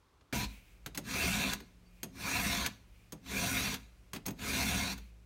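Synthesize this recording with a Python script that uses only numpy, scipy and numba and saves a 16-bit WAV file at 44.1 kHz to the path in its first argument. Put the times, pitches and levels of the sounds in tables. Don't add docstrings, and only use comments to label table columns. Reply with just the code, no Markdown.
import sys
import numpy as np
from scipy import signal
from scipy.fft import rfft, irfft, next_fast_len
from scipy.io import wavfile
from scipy.ndimage import uniform_filter1d
from numba import njit

SR = 44100
rng = np.random.default_rng(int(sys.argv[2]) if len(sys.argv) > 2 else 0)


def log_audio(samples):
    frames = np.atleast_2d(samples).T
    limited = np.clip(frames, -1, 1)
    pcm = np.round(limited * 32767).astype(np.int16)
    wavfile.write(sys.argv[1], SR, pcm)


N = 231853

# (start [s], end [s], rasp level [dB], bench rumble level [dB], fine hiss level [dB], attack [s])
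PUSHES = [(0.327, 0.448, -35.5, -37, -47, 0.0011), (1.067, 1.535, -35, -37.5, -44.5, 0.04),
          (2.187, 2.669, -35, -38.5, -44, 0.062), (3.276, 3.75, -36, -38.5, -44, 0.048),
          (4.402, 4.93, -36, -37, -45, 0.04)]
# (frequency at tip [Hz], frequency at handle [Hz], width [Hz], level at tip [dB], level at handle [dB])
FILE_MODES = [(345, 1374, 64, 2.5, -10.5), (1840, 5200, 300, -4.5, -1), (5560, 4450, 290, -12, -3),
              (4000, 7760, 570, -13, -12)]
# (frequency [Hz], density [dB per Hz])
RASP_COLOUR = [(150, -44), (300, 2.5), (560, -3.5), (830, -5.5), (1400, -0.5), (1950, -1.5), (2450, -0.5),
               (2950, -3.5), (4100, -1.5), (5000, -2.5), (6200, -1.5), (10000, -7), (15500, -6),
               (16500, -48)]
# (frequency [Hz], width [Hz], level over the broad colour [dB])
STEEL_MODES = [(423, 49, 1), (529, 7.8, 8.5), (710, 31.5, 13), (997, 108, 9), (1290, 19, 3.5),
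               (1465, 21, 10), (1610, 28, 6), (1690, 55, 7), (2146, 13, 13.5), (2420, 234, 9),
               (2685, 24, 13.5), (3250, 50, 2.5), (3500, 36, 9.5), (3753, 105, 6), (3930, 24, 6),
               (4146, 37, 8), (4475, 115, 4), (5750, 49, 9.5), (6060, 150, 3), (6580, 430, 2),
               (8230, 90, 3), (8840, 220, 3.5), (9600, 160, 6), (11500, 210, 3.5), (12400, 94, 3),
               (14920, 213, -7)]
# (frequency [Hz], width [Hz], level [dB])
BENCH_MODES = [(50, 32, -5.5), (71, 13, -1), (106.2, 16.4, -2), (124.4, 53, -7.5), (174.8, 25.3, -2.5),
               (198, 26.5, -0.5), (221.8, 27.7, -6), (253.2, 17.8, -6), (269.6, 5.7, 0.5)]
# (frequency [Hz], mean level [dB], t60 [s])
CLINK_MODES = [(2510, -8, 0.09), (4720, -34, 0.08), (6490, 4, 0.055), (7790, -4, 0.042), (8140, -25, 0.053),
               (9000, -9, 0.087), (9720, -43, 0.056), (12670, -3, 0.062), (13000, -4, 0.035),
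               (14300, 0, 0.06), (15800, 3, 0.033)]
# (time [s], clack level [dB], bright level [dB], thud level of the vise [dB])
SET_DOWNS = [(0.3263, -38, -53, -32.5), (0.861, -39.5, -45, -42.5), (0.9747, -36, -37.5, -37.5),
             (2.031, -40, -39, -39), (3.122, -46.5, -46, -40.5), (4.133, -39, -43.5, -42),
             (4.263, -40.5, -37, -37.5), (4.281, -40.5, -43.5, -35)]
# (time [s], level [dB])
STOPS = [(1.534, -32.5), (2.662, -29), (3.742, -38)]
# (time [s], level [dB], treble relative to that level [dB], t60 [s])
SCUFFS = [(0.209, -58.5, -26, 0.033), (0.947, -40, -6, 0.066), (1.602, -42.5, -13, 0.036),
          (3.261, -49.5, -20, 0.078), (4.147, -39.5, -10, 0.06), (4.16, -37.5, -10, 0.055),
          (4.256, -38.5, -10, 0.031), (4.305, -42, -3.5, 0.028), (4.389, -45, -17, 0.048),
          (4.977, -46, -7, 0.052)]
# (time [s], level [dB], frequency [Hz], t60 [s])
LOW_SWELLS = [(0.451, -32.5, 52.8, 0.31), (0.663, -54, 47.8, 3.8), (3.75, -49, 52, 0.47),
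              (4.949, -40.5, 56.16, 0.88)]
# (middle [s], half length [s], level [dB])
RETURNS = [(0.532, 0.07, -58.5), (0.693, 0.083, -67), (1.98, 0.092, -70.5), (3.0, 0.13, -71.5),
           (5.047, 0.07, -70)]
# (frequency [Hz], mean level [dB])
HUM = [(59, -65.5), (108, -70.5), (178, -70.5)]
# (frequency [Hz], density [dB per Hz])
AIR_COLOUR = [(28, -35), (42, 5), (55, -1.5), (80, -9.5), (140, -17), (300, -18), (900, -28.5),
              (1200, -28.5), (1800, -30), (2450, -28.5), (3300, -34), (5000, -35.5), (16000, -45)]
# (frequency [Hz], density [dB per Hz])
OPENING_AIR_COLOUR = [(18, -38), (30, -8), (55, 4), (245, -11), (355, -6), (600, -17), (1160, -10.5),
                      (1670, -20), (2830, -23), (3580, -22.5), (16000, -39)]

TIME = np.arange(N) / SR
PADDED = next_fast_len(N + SR)
FREQS = np.maximum(np.fft.rfftfreq(PADDED, 1 / SR), 1)

FULL_TRAVEL, FIRST_TRAVEL = (0.03, 0.97), (0.62, 0.72)
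FIRST_FLEX_DB, FIRST_CHAIN_DB = 16, -7.5
TAKE_HOLD_DB = -12.5
RASP_PEAK, RASP_SAG_DB = 0.43, -12
RUMBLE_PEAK, RUMBLE_SAG_DB = 0.52, -27.5
HISS_PEAK, HISS_SAG_DB = 0.44, -20
JUDDER_AT, JUDDER_WIDTH, JUDDER_RASP_DB, JUDDER_RUMBLE_DB = 0.498, 0.058, -3.5, 2.5
RELEASE_T60_S, GRAZE_DB, GRAZE_T60_S, SETTLE_T60_S = 0.098, -14, 0.45, 0.31
MODE_WAVER = 0.025
SLIDE_HZ, SLIDE_WIDTH_HZ, SLIDE_HISS_DB = 2430, 340, -18.5
SCENE_CUT_S, OPENING_DB, AIR_DB = 0.326, -68, -61.5
TOP_HZ = 16100


def undb(db):
    return 10 ** (np.asarray(db) / 20)


def unit(x):
    return x / np.sqrt(np.mean(x ** 2))


def shape(x, response):
    return irfft(rfft(x, PADDED) * response, PADDED)[:N]


def colour(points):
    hz, db = np.transpose(points)
    return undb(np.interp(np.log(FREQS), np.log(hz), db))


def resonance(hz, width):
    return 1 / (1 + 1j * (FREQS / hz - hz / FREQS) * hz / width)


def band(x, lo_hz, hi_hz, order=3):
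    edges = [lo_hz, min(hi_hz, SR / 2 - 100)]
    return signal.sosfilt(signal.butter(order, edges, "band", fs=SR, output="sos"), x)


def walk(rate):
    hold = max(int(SR / rate), 2)
    steps = np.repeat(rng.standard_normal(N // hold + 1), hold)
    return unit(uniform_filter1d(steps, hold)[:N])


def fade(t, t60):
    return np.exp(-np.log(1000) * t / t60)


def add(track, s, sound):
    i = int(s * SR)
    track[i:i + len(sound)] += sound[:N - i]


def file_travel():
    times = [time for push in PUSHES for time in push[:2]]
    places = [*FIRST_TRAVEL] + [*FULL_TRAVEL] * (len(PUSHES) - 1)
    position = np.interp(TIME, times, places)
    first = np.interp(TIME, times[1:3], [1, 0])
    return position, FIRST_FLEX_DB * first, FIRST_CHAIN_DB * first


def push_gains(rumble_hold=0.43):
    rasp_gain, rumble_gain, hiss_gain = np.zeros((3, N))
    for start, end, rasp_level, rumble_level, hiss_level, attack in PUSHES:
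        share = np.clip((TIME - start) / (end - start), 0, 1)
        after = np.maximum(TIME - end, 0)
        hold_db = TAKE_HOLD_DB * np.exp(np.minimum((start - TIME) / attack, 10))
        judder = np.exp(-((share - JUDDER_AT) / JUDDER_WIDTH) ** 2)
        release = np.maximum(fade(after, RELEASE_T60_S), undb(GRAZE_DB) * fade(after, GRAZE_T60_S))

        rasp_arch = RASP_SAG_DB * (share - RASP_PEAK) ** 2 + JUDDER_RASP_DB * judder
        rumble_arch = RUMBLE_SAG_DB * (share - RUMBLE_PEAK) ** 2 + JUDDER_RUMBLE_DB * judder
        hiss_arch = HISS_SAG_DB * (share - HISS_PEAK) ** 2
        rasp_gain += release * undb(rasp_level + hold_db + rasp_arch)
        rumble_gain += fade(after, SETTLE_T60_S) * undb(rumble_level + rumble_hold * hold_db + rumble_arch)
        hiss_gain += release * undb(hiss_level + hold_db + hiss_arch)
    return rasp_gain, rumble_gain, hiss_gain


def cutting_force(position, tooth_hz=750, jitter=.12, tooth_db=3, chip_db=0.5, teeth_db=-4, chatter_db=0.5):
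    speed = .5 + .5 * np.sin(np.pi * position)
    teeth_passed = np.cumsum(tooth_hz * speed * np.exp(jitter * walk(300))) / SR
    bites = np.diff(np.floor(teeth_passed), prepend=0) * undb(tooth_db * rng.uniform(-2.2, 2.6, N))
    chips = rng.standard_normal(N) * undb(chip_db * np.minimum(rng.exponential(size=N), 2))
    force = undb(teeth_db) * unit(bites - bites.mean()) + unit(chips)
    return unit(force) * undb(chatter_db * walk(110))


def band_flicker(force, flicker_db=2.5, flicker_rate=26, count=56):
    spectrum, out = rfft(force, PADDED), np.zeros(N)
    place = (count - 1) * np.sqrt(np.linspace(0, 1, len(spectrum)))
    for k in range(count):
        part = irfft(spectrum * np.maximum(1 - abs(place - k), 0), PADDED)[:N]
        out += part * undb(flicker_db * walk(flicker_rate * rng.uniform(.7, 1.3)))
    return unit(out)


def along_steel(x, spread_s=0.004):
    return shape(x, np.exp(-4j * np.pi * spread_s * np.sqrt(1000 * FREQS)))


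@njit
def sliding_mode(x, hz, width):
    y, velocity_state, place_state = np.empty(len(x)), 0., 0.
    for i in range(len(x)):
        g, damping = np.tan(np.pi * hz[i] / SR), width / hz[i]
        v = (velocity_state + g * (x[i] - place_state)) / (1 + g * (g + damping))
        y[i] = damping * (place_state + g * v)
        velocity_state = 2 * v - velocity_state
        place_state += 2 * g * v
    return y


def rasp(force, position, flex_db, ring_db, rasp_gain, hiss_gain, swell_db=1.0):
    sound = force
    for k, (tip_hz, handle_hz, width, tip_db, handle_db) in enumerate(FILE_MODES):
        hz = (tip_hz + (handle_hz - tip_hz) * position) * np.exp(MODE_WAVER * walk(14))
        db = tip_db + (handle_db - tip_db) * position + swell_db * walk(14)
        db = db + flex_db * (k == 0)
        sound = sound + undb(db) * sliding_mode(force, hz, float(width))
    sound = shape(sound, colour(RASP_COLOUR))

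    steel_power = sum(abs(undb(db) * resonance(hz, width)) ** 2 for hz, width, db in STEEL_MODES)
    sound = sound + undb(ring_db) * shape(sound, np.sqrt(1 + steel_power) - 1)
    hiss = shape(sound, 1 / (1 + (7000 / FREQS) ** 8))
    return rasp_gain * unit(sound - hiss) + hiss_gain * unit(hiss)


def bench(gain):
    modes = 0
    for k, (hz, width, db) in enumerate(BENCH_MODES):
        modes = modes + (-1) ** k * undb(db) * resonance(hz, width)
    return gain * unit(band(shape(rng.standard_normal(N), modes), 42, 400))


def knock(clack_db, bright_db, thud_db, t60, rise_s, crack_db, ring_db=-4, crack_t60=0.0051,
          thud_t60=0.22, thud_rise_s=0.0049, body_db=-6, body_t60=0.12):
    t = TIME[:SR // 3]
    noise = rng.standard_normal((4, len(t)))
    chance = rng.standard_normal((len(CLINK_MODES), 2))
    rattle = fade(t, max(t60, .01)) + undb(crack_db) * fade(t, crack_t60)
    clack = undb(clack_db) * unit(band(noise[0], 770, 4200, order=2))
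    bright = undb(bright_db) * unit(band(noise[1], 4700, 13200, order=2))

    ring = np.zeros(len(t))
    for (hz, db, decay), (level, phase) in zip(CLINK_MODES, chance):
        ring += undb(db + 2 * level) * np.sin(2 * np.pi * hz * t + np.pi * phase) * fade(t, decay)

    vise = unit(band(noise[2], 101, 277, order=2)) * fade(t, thud_t60)
    bar = undb(body_db) * unit(band(noise[3], 330, 830, order=2)) * fade(t, body_t60)
    thud = undb(thud_db) * (vise + bar) * (1 - np.exp(-t / thud_rise_s))
    sound = rattle * (clack + bright) + undb(bright_db + ring_db) * ring + thud
    return sound * (1 - np.exp(-t / rise_s))


def knocks(stop_bright_db=-6, stop_thud_db=-15, scuff_thud_db=-6):
    out = np.zeros(N)
    for s, db, bright_db, thud_db in SET_DOWNS:
        add(out, s, knock(db, bright_db, thud_db, t60=0.064, rise_s=0.00028, crack_db=-5.5))
    for s, db in STOPS:
        click = knock(db, db + stop_bright_db, db + stop_thud_db, t60=0.047, rise_s=0.00046, crack_db=1.5)
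        add(out, s, click)
    for s, db, treble_db, t60 in SCUFFS:
        add(out, s, knock(db, db + treble_db, db + scuff_thud_db, t60, rise_s=0.0025, crack_db=-1))
    return out


def low_swells(rise_s=0.014):
    out, t = np.zeros(N), TIME[:SR]
    for s, db, hz, t60 in LOW_SWELLS:
        swell = undb(db) * np.sin(2 * np.pi * hz * t) * fade(t, t60)
        add(out, s, swell * (1 - np.exp(-t / rise_s)))
    return out


def draw_back():
    pressure = sum(undb(db) * np.exp(-((TIME - s) / half) ** 2) for s, half, db in RETURNS)
    response = resonance(SLIDE_HZ, SLIDE_WIDTH_HZ) + undb(SLIDE_HISS_DB)
    return pressure * unit(shape(rng.standard_normal(N), response))


def squeak(s=1.875, hz=4600, length_s=.018, db=-71):
    envelope = undb(db) * np.exp(-((TIME - s) / length_s) ** 2)
    return envelope * np.sin(2 * np.pi * hz * TIME + np.sin(2 * np.pi * 35 * TIME))


def room(x, t60=0.27, wet_db=-19):
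    tail = band(rng.standard_normal(N), 120, 6000, order=1) * fade(TIME, t60) * (TIME > .006)
    return x + undb(wet_db) * signal.fftconvolve(x, tail / np.linalg.norm(tail))[:N]


def workshop(waver_db=2):
    opening = unit(shape(rng.standard_normal(N), colour(OPENING_AIR_COLOUR))) * undb(OPENING_DB)
    air = unit(shape(rng.standard_normal(N), colour(AIR_COLOUR))) * undb(AIR_DB + 0.54 * walk(3.89))
    hum = np.zeros(N)
    for hz, db in HUM:
        level = undb(db + waver_db * walk(2.88)) * np.sqrt(2)
        hum += level * np.sin(2 * np.pi * hz * TIME + 0.78 * walk(4.01))
    return np.where(TIME < SCENE_CUT_S, opening, air + hum)


def scene():
    rasp_gain, rumble_gain, hiss_gain = push_gains()
    position, flex_db, ring_db = file_travel()
    force = along_steel(band_flicker(cutting_force(position)))
    filing = rasp(force, position, flex_db, ring_db, rasp_gain, hiss_gain)
    tools = filing + bench(rumble_gain) + knocks() + low_swells() + squeak() + draw_back()
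    mono = room(tools) + workshop()
    return np.array([mono, mono])


def record(dry):
    return signal.sosfilt(signal.ellip(10, .2, 70, TOP_HZ, fs=SR, output="sos"), dry)


dry = scene()
out = record(dry)
log_audio(out)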